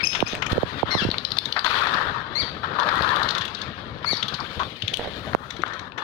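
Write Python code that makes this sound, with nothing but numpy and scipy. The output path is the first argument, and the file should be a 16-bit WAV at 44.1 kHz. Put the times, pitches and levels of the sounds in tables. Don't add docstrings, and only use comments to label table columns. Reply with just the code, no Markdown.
import sys
import numpy as np
from scipy import signal
from scipy.fft import rfft, irfft
from scipy.io import wavfile
from scipy.ndimage import uniform_filter1d

SR = 44100
rng = np.random.default_rng(int(sys.argv[2]) if len(sys.argv) > 2 else 0)


def digitize_waveform(pressure):
    field = np.atleast_2d(pressure).T
    bounded = np.clip(field, -1, 1)
    quanta = np.round(bounded * 32767).astype(np.int16)
    wavfile.write(sys.argv[1], SR, quanta)


N = 266319
EDGE_HZ = 15950

# (share of length, pitch ratio, level [dB])
ARCH = [(0, 1.02, -10), (.13, .9, -7), (.25, .945, 0), (.38, .995, -1), (.5, .995, -1), (.61, .955, 2),
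        (.8, .815, -4), (1, .69, -18)]
STEP = [(0, 1.03, -10), (.25, 1, 0), (.5, 1, 2), (.6, 1.2, -3), (.72, 1.27, -1), (1, 1.15, -8)]
FALL = [(0, .9, -12), (.1, 1, 2), (.27, 1.005, -1), (.47, .94, -3), (.57, .83, 0), (.7, .765, 2),
        (.8, .64, -4), (1, .65, -5)]
FLAT = [(0, 1, -18), (.5, 0.99, 2), (1, 1, -38)]
HOOK = [(0, .98, -10), (.09, .865, -1), (.28, .915, -1), (.45, .98, -3), (.56, 1, 0), (.64, .96, 0),
        (.74, .83, -4), (.92, .68, -9), (1, .65, -14)]


def amp(db):
    return 10 ** (np.asarray(db) / 20)


def evened(x):
    return x / np.sqrt(np.mean(x ** 2) + 1e-20)


def read(points, hz):
    f, value = np.transpose(points)
    return np.interp(np.log(hz + 1), np.log(f + 1), value)


def add(mix, s, sound):
    part = mix[..., max(round(s * SR), 0):][..., :sound.shape[-1]]
    part += sound[..., :part.shape[-1]]


def coloured(x, points):
    gain = amp(read(points, np.fft.rfftfreq(len(x), 1 / SR)))
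    return evened(irfft(rfft(x) * gain, len(x)))


def smoothed(x, span):
    return uniform_filter1d(uniform_filter1d(x, size=span), size=span)


def resonate(x, hz, width):
    turn = np.exp(2j * np.pi * hz * np.arange(len(x)) / SR)
    r = np.exp(-np.pi * width / SR)
    envelope = signal.lfilter([(1 - r) ** 2], [1, -2 * r, r * r], x / turn)
    return 2 * (turn * envelope).real


def lumps(lump_s, depth_db):
    span = max(int(lump_s * SR), 2)
    return amp(depth_db * evened(smoothed(rng.standard_normal(N), span)))


def patchy(x, depth_db):
    z = signal.stft(x, nperseg=1024, noverlap=768)[2]
    field = uniform_filter1d(rng.standard_normal(z.shape[1:]), size=5, axis=0)
    field = uniform_filter1d(field, size=6, axis=1)
    return signal.istft(z * amp(depth_db * evened(field)), nperseg=1024, noverlap=768)[1][:, :N]


def flight(t):
    # (time [s], feather rush [dB], fine rustle [dB], treble [dB])
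    stir = [(0, -33.5, -34.5, -55), (.12, -52.5, -42, -66), (.24, -37, -42.5, -60),
            (.33, -42.5, -33.5, -53), (.42, -37.5, -51, -84), (.75, -42.5, -40, -64),
            (1.1, -46.5, -45.5, -62), (1.5, -43, -44.5, -60.5), (2.2, -35.5, -46, -79),
            (2.4, -41, -42.5, -67), (2.6, -41, -45.5, -68), (3.6, -43, -41, -65.5), (3.95, -44, -47, -72.5),
            (4.2, -38.5, -42, -63), (4.55, -42, -40, -56.5), (4.7, -54.5, -42.5, -61),
            (4.95, -51, -40.5, -63), (5.3, -40.5, -43, -55.5), (5.42, -43, -54.5, -61),
            (5.55, -47.5, -46.5, -65), (5.95, -49, -65, -79)]
    # (start [s], held [s], rush [dB], rustle [dB], treble [dB],
    # brightness change while held [dB/s])
    flurries = [(0.493, 0.03, -39.5, -45, -53, 41), (0.854, 0.11, -34.5, -47, -73, 37),
                (1.643, 0.39, -27, -26.5, -45, -29.5), (2.632, 0.11, -34.5, -49, -79, -13),
                (2.785, 0.45, -24.5, -41, -58, 12), (5.65, 0.097, -39.5, -48, -72, -8),
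                (5.976, .06, -34, -45.5, -64, -30)]
    takeoff_db, takeoff_s = 4, 0.019
    rise_s, settle_db_per_s = 0.0036, 77
    s, *levels = np.transpose(stir)
    gains = np.array([amp(np.interp(t, s, c)) for c in levels])
    for start, held, rush_db, rustle_db, treble_db, brighten_db in flurries:
        u = np.maximum(t - start, 0)
        shape_db = takeoff_db * np.exp(-u / takeoff_s) - settle_db_per_s * np.maximum(u - held, 0)
        bright_db = brighten_db * np.minimum(u, held)
        layers_db = np.array([rush_db + 0 * u, rustle_db + bright_db, treble_db + bright_db])
        gains = gains + np.minimum(u / rise_s, 1) * amp(shape_db + layers_db)
    return gains


def feathers():
    # (frequency [Hz], relative density [dB per Hz])
    rush_colour = [(180, -24), (300, -15.5), (401, -10.5), (585, -7.5), (695, -12.5), (954, 0.5), (1220, 4),
                   (1860, -1.5), (2600, -65), (3380, -72), (5720, -120)]
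    rustle_colour = [(1290, -15.5), (2200, 0.5), (2810, -1), (3350, 4.5), (3850, 2.5), (4350, -2),
                     (6700, -32), (7500, -47), (9750, -47), (16500, -120)]
    treble_colour = [(3820, -2.5), (6500, -4), (7880, -10.5), (9990, -9), (14500, -13.5), (16000, -9)]
    draught_colour = [(15, -65), (25, -25), (63, 0.5), (108, 5), (312, -2), (345, -4.5), (435, -2.5),
                      (800, -8), (1040, -23.5), (1760, -120)]
    # (time [s], level [dB])
    draught_levels = [(0, -37.5), (.35, -43.5), (.5, -37.5), (1.15, -41), (1.4, -44.5), (2, -41),
                      (2.3, -39.5), (3.2, -37), (3.5, -45), (3.9, -38.5), (4.35, -45.5), (4.62, -37.5),
                      (4.75, -46.5), (5.1, -39.5), (5.6, -42.5), (6.03, -48)]
    t = np.arange(N) / SR
    rush, rustle, treble = flight(t)
    draught = amp(np.interp(t, *np.transpose(draught_levels)))
    strokes, grain = lumps(0.023, depth_db=1.25), lumps(0.0016, depth_db=1.5)
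    gusts = lumps(0.019, depth_db=3.0)
    feather_noise = patchy(rng.standard_normal((2, N)), depth_db=2.54)
    paths = []
    for feather, wind in zip(feather_noise, rng.standard_normal((2, N))):
        beaten = feather * strokes * grain
        paths.append(rush * coloured(beaten, rush_colour) + rustle * coloured(beaten, rustle_colour)
                     + treble * coloured(beaten, treble_colour)
                     + draught * coloured(wind * gusts, draught_colour))
    return paths


def ring(row, noise):
    s, peak_db, hz, ms = row
    tone = resonate(noise, hz, 0.26 * hz)[-max(int(ms * SR / 1000), 9):]
    return s, amp(peak_db) * tone / abs(tone).max() * signal.windows.tukey(len(tone), .4)


def scuffs():
    # (start [s], length [s], level [dB])
    slides = [(0.123, 0.11, -42), (0.316, 0.086, -31.5), (0.498, 0.078, -31), (1, 0.19, -36.5),
              (4.585, 0.046, -35), (4.911, 0.031, -32), (4.977, 0.13, -27)]
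    # (frequency [Hz], relative density [dB per Hz])
    skin_colour = [(100, 3), (300, -1.5), (600, 9.5), (1200, -10.5), (1800, -2.5), (4000, -39),
                   (16000, -109)]
    gate = np.zeros(N)
    for s, length, db in slides:
        add(gate, s, amp(db) * signal.windows.tukey(max(int(length * SR), 9), .4))
    return gate * coloured(rng.standard_normal(N) * lumps(0.0012, depth_db=7.0), skin_colour)


def bump(row, noise):
    s, peak_db, drop_hz, ms, pan_db = row
    t = np.arange(len(noise)) / SR
    u = t * 1000 / max(ms, .3)
    uneven = evened(smoothed(noise, 60))
    hz = (85 + drop_hz * np.exp(-.9 * u)) * (1 + 0.2 * uneven)
    turn = 2 * np.pi * np.cumsum(hz) / SR
    decay = np.exp(-(u / 3.2) ** 2) + 0.22 * np.exp(-(u / 7.8) ** 2)
    flex = np.sin(turn) * (1 - np.exp(-3.0 * u)) * decay
    nail_tick = 0.21 * smoothed(noise, 6) * np.exp(-t / 0.0018)
    wave = flex + nail_tick
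    ports = amp([[pan_db / 2], [-pan_db / 2]])
    return s, amp(peak_db) * wave / abs(wave).max() * ports / ports.mean()


def pip(row, noise):
    # (frequency [Hz], width [Hz], level [dB])
    partials = [(2060, 600, 7), (3840, 930, 7.5), (5800, 890, -1.5)]
    s, level_db = row
    tone = sum(amp(db) * evened(resonate(noise, hz, width)) for hz, width, db in partials)
    return s, amp(level_db) * tone * np.hanning(len(noise))


def chirp(shape, start, length, pitch_hz, call_db, first_db, side_db, upper_db, hoarse):
    # (frequency [Hz], level relative to the second partial [dB])
    overtones = [(5600, -9), (7000, -29.5), (8000, -39), (10400, -28.5), (13000, -40)]
    first_fade_db = 61
    share, ratio, shape_db = np.transpose(shape)
    t = np.arange(0, length, 1 / SR)
    hz = pitch_hz * np.interp(t / length, share, ratio)
    level_db = call_db + np.interp(t / length, share, shape_db)
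    wobble, flutter = (evened(smoothed(v, 40)) for v in rng.standard_normal((2, len(t))))
    turn = 2 * np.pi * np.cumsum(hz * (1 + 0.068 * hoarse * wobble)) / SR
    climb = np.maximum(hz / pitch_hz - 1, 0)
    second = np.sin(2 * turn)
    first = amp(first_db - first_fade_db * climb) * np.sin(turn)
    sideband = amp(side_db) * np.sin(2 * turn + 2 * np.pi * 1250 * t)
    tone = second + first + sideband
    for k in np.arange(3, 7):
        partial = amp(upper_db + read(overtones, k * hz)) * np.sin(k * turn)
        tone += partial * (k * hz < EDGE_HZ)
    throb = (1 + 0.26 * np.sin(2 * np.pi * 140 * t)) * (1 + 0.19 * hoarse * flutter)
    return start, amp(level_db) * tone * throb * signal.windows.tukey(len(t), .1)


def clap(row, noise):
    s, peak_db, hz, body_db, treble_db, ms = row
    u = (np.arange(len(noise)) / SR - .004) * 1000 / max(ms, .3)
    swell, decay = np.exp(2.0 * np.minimum(u, 0)), np.exp(-1.4 * np.maximum(u, 0))
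    puff = noise * np.where(u < 0, swell, decay)
    snap = puff + 1.2 * (np.arange(len(noise)) == round(.004 * SR))
    bands = [resonate(resonate(snap, hz, 2200), hz, 2200), resonate(resonate(snap, 1230, 1770), 1230, 1770),
             resonate(puff, 8400, 8000), resonate(puff, 6080, 1540)]
    top, body, treble, swish = (b / abs(b).max() for b in bands)
    top = top + amp(-16.5) * min(ms / 5, 1) * swish
    return s - .003, amp(peak_db) * (top + amp(body_db) * body + amp(treble_db) * treble)


def aviary(x, t60):
    at = np.arange(200, SR // 2, 20) + rng.integers(0, 20, (SR // 2 - 181) // 20)
    taps = np.zeros(SR // 2 + 20)
    taps[at] = rng.choice([-1., 1.], len(at)) * amp(-60 * at / SR / t60)
    return signal.fftconvolve(x, taps / np.linalg.norm(taps))[:N]


def covered_port(events, direct, scattered, delay_s=.0002):
    # (frequency [Hz], loss [dB])
    covered_loss = [(60, 4.5), (110, 6.5), (200, 8.5), (380, 9), (700, 8), (1290, 16.5), (2380, 22.5),
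                    (4400, 24), (8120, 21.5), (15000, 27)]
    # (frequency [Hz], likeness [0-1])
    likeness = [(60, 0.6), (300, 0.95), (700, 0.61), (1500, 0.079), (5000, 0.25), (15000, .2)]
    hz = np.fft.rfftfreq(N, 1 / SR)
    leak = rng.standard_normal(3000) * np.exp(-np.arange(3000) / 120.0)
    same = np.clip(read(likeness, hz), 0, 1)
    leaked = rfft(events) * rfft(leak / np.linalg.norm(leak), N) + rfft(scattered)
    delayed = rfft(events + direct) * np.exp(-2j * np.pi * hz * delay_s)
    paths = same * delayed + np.sqrt(1 - same ** 2) * leaked
    return irfft(paths * amp(-read(covered_loss, hz)), N)


def scene():
    # (time [s], snap peak [dB], centre [Hz],
    # treble relative to the snap [dB], length scale [ms])
    claps = [(.2039, -12.5, 2970, -24.5, 2.3), (0.351, -18.5, 2280, -9, 0.64), (.52, -17.5, 3700, -23, 4.3),
             (1.041, -21.5, 4350, -19, 2.7), (1.102, -21, 3820, -35, 1.4), (1.1138, -11.5, 4020, -30, 1.5),
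             (1.1824, -10, 3840, -29, 1.8), (1.2497, -11.5, 4020, -28, 2.8), (1.3054, -23, 4000, -35, 3.6),
             (1.318, -12.5, 4160, -23.5, 2.7), (1.3854, -3.5, 3930, -23, 1.8), (1.456, -14, 3900, -25, 4.1),
             (1.5245, -11.5, 4020, -25, 2), (1.592, -10, 4000, -21, 1.9), (2.798, -11.5, 3800, -27, 9),
             (2.9556, -23.5, 3930, -10, 1.8), (3.022, -18, 3800, -19, 2.5), (3.0904, -17, 4000, -20, 2.1),
             (3.16, -15, 3650, -20, 3.7), (3.2314, -13.5, 3850, -23, 4.3), (3.2884, -13.5, 3700, -34, 6.5),
             (3.307, -15, 4030, -23, 6), (3.351, -14, 3680, -31, 6.3), (3.3818, -16, 3570, -24, 6.6),
             (3.4124, -20, 3300, -38, 11), (3.4534, -20, 3350, -19.5, 5.9), (3.48, -23, 3200, -37, 9.3),
             (3.548, -19, 3900, -44, 5.8), (3.6165, -18, 3900, -30, 6.1), (4.168, -19, 4400, -22, 5.9),
             (4.2286, -12.5, 3380, -34, 4.9), (4.283, -18, 3500, -22, 12), (4.342, -18, 4100, -30, 9.2),
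             (4.4024, -24, 4460, -32, 5.3), (4.822, -15.5, 3150, -27, 3.7), (4.8794, -13, 3170, -27, 4.7),
             (4.9387, -13.5, 3240, -18.5, 5.3), (4.971, -16.5, 3440, -10.5, 1.2),
             (5.92, -28.5, 2750, -50, 1.1)]
    # (time [s], snap peak [dB], centre [Hz],
    # body peak [dB], length scale [ms])
    strikes = [(.131, -21, 3080, -32, 12), (0.1523, -14, 3060, -19.5, 15), (0.424, -14, 2490, -17, 6.8),
               (0.4648, -14.5, 2250, -22, 5.9), (1.1412, -20, 2660, -19, 1.8), (1.37, -20.5, 4030, -24, 7),
               (1.5663, -24, 4000, -12, 20), (1.6443, -19, 3570, -33, 6.8), (1.664, -12.5, 4050, -9, 14),
               (1.7544, -16, 3500, -18, 1.5), (1.8364, -17, 3250, -16, 1.7),
               (1.8712, -20.5, 3840, -13.5, 8.4), (1.942, -16.5, 3680, -21, 3.8),
               (2.6326, -37, 3180, -20, 3.5), (2.832, -13.5, 3640, -21, 1.2), (2.89, -20.5, 4250, -12, 5.7),
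               (4.0454, -29, 4200, -16, 3.7), (4.597, -24, 3370, -19.5, 27), (4.6327, -20, 3500, -23, 1.8),
               (5.3322, -29.5, 3730, -19.5, 3.6), (5.6351, -24, 2260, -6.5, 1.24),
               (5.6632, -30.5, 3580, -25, 5), (5.9803, -24.5, 2900, -24.5, 13)]
    # (contour, start [s], length [s], base pitch [Hz], level [dB], first partial [dB],
    # sideband [dB], overtones [dB], hoarseness [0-1])
    chirps = [(FLAT, 0, 0.019, 2310, -41.5, 20.4, -28, -3, 0.43),
              (STEP, .031, .036, 2560, -21, 3.4, -30, 4.9, 0.27),
              (FLAT, .064, 0.02, 2615, -14.5, -14, -30, 5.1, 0.32),
              (STEP, .258, .034, 2450, -31, 3.9, -22, 4.4, 0.48),
              (FALL, .9, .15, 2115, -26, -4, -10.5, -3.4, 0.39),
              (HOOK, 2.349, .093, 2345, -22, -9.5, -42, -5.5, 0.14),
              (ARCH, 4.054, 0.099, 2315, -21.5, -10.5, -42, -1.2, 0.19)]
    # (start [s], level [dB])
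    pips = [(5.502, -38), (5.562, -46.5), (5.616, -43.5), (5.676, -50), (5.732, -44.5), (5.79, -42.5)]
    # (start [s], peak [dB], frequency [Hz], length [ms])
    rings = [(4.388, -22, 1130, 31), (4.594, -18, 1075, 43), (5.268, -28, 640, 22), (5.592, -24, 318, 16.3)]
    # (start [s], mean peak of the ports [dB], pitch drop [Hz],
    # flex time [ms], left minus right [dB])
    bumps = [(0.2252, -9, 1040, 2.6, -21), (0.332, -20.5, 950, 1.33, -11), (0.513, -22, 194, 5.4, 4),
             (0.5305, -11, 805, 0.52, -28), (0.555, -25, 920, 2.9, -25), (0.579, -11.5, 1074, 2.9, -38),
             (0.631, -12, 870, 2.56, -43), (0.83, -10, 1190, 3.1, -35), (0.9497, -14, 950, 2.6, -23),
             (0.963, -23, 700, 2.8, -23), (1.018, -22.5, 497, 3, -5), (1.0251, -22, 497, 2.2, -26),
             (1.05, -15, 790, 1.8, -29), (1.062, -19.5, 150, 4.5, -12), (1.088, -15, 604, 1.9, 10),
             (4.13, -18, 1520, 1.56, 8), (4.576, -27.5, 150, 3.7, 22), (4.835, -25, 130, 5.4, -3),
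             (5.3489, -5, 1620, 0.74, -34)]
    clap_body_db, strike_treble_db = -37.5, -30.5
    preamp_db = 5
    wings, calls, case = np.zeros(N), np.zeros(N), np.zeros((2, N))
    strokes = [(s, db, hz, clap_body_db, treble_db, ms) for s, db, hz, treble_db, ms in claps]
    strokes += [(s, db, hz, body_db - db, strike_treble_db, ms) for s, db, hz, body_db, ms in strikes]
    for row, noise in zip(strokes, rng.standard_normal((len(strokes), 1500))):
        add(wings, *clap(row, noise))
    for row in chirps:
        add(calls, *chirp(*row))
    for row, noise in zip(pips, rng.standard_normal((len(pips), 520))):
        add(wings, *pip(row, noise))
    for row, noise in zip(rings, rng.standard_normal((len(rings), 4000))):
        add(wings, *ring(row, noise))
    for row, noise in zip(bumps, rng.standard_normal((len(bumps), 2200))):
        add(case, *bump(row, noise))
    wing_echo = amp(-9.5) * aviary(wings, t60=0.24)
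    call_echo = amp(-4) * aviary(calls, t60=.42)
    birds = wings + calls + wing_echo + call_echo
    direct, scattered = feathers()
    air = np.array([birds + direct, covered_port(birds, direct, scattered)])
    return amp(preamp_db) * air + case + scuffs() * amp([[-12], [0]])


def record(dry):
    threshold_db, recovery_db_per_s = -17.0, 170.0
    slope = .85
    ceiling = .97
    power = abs(uniform_filter1d((dry ** 2).max(0), size=200, origin=99))
    power_db = 10 * np.log10(power + 1e-12)
    fall = np.arange(N) * recovery_db_per_s / SR
    held_db = np.maximum.accumulate(power_db + fall) - fall
    over_db = np.maximum(held_db - threshold_db, 0)
    duck_db = slope * uniform_filter1d(over_db, size=100, origin=49)
    ducked = np.clip(dry / amp(duck_db), -ceiling, ceiling)
    low_pass = signal.firwin(1023, EDGE_HZ, window=("kaiser", 12), fs=SR)
    return signal.oaconvolve(ducked, low_pass[None], "same")


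dry = scene()
out = record(dry)
digitize_waveform(out)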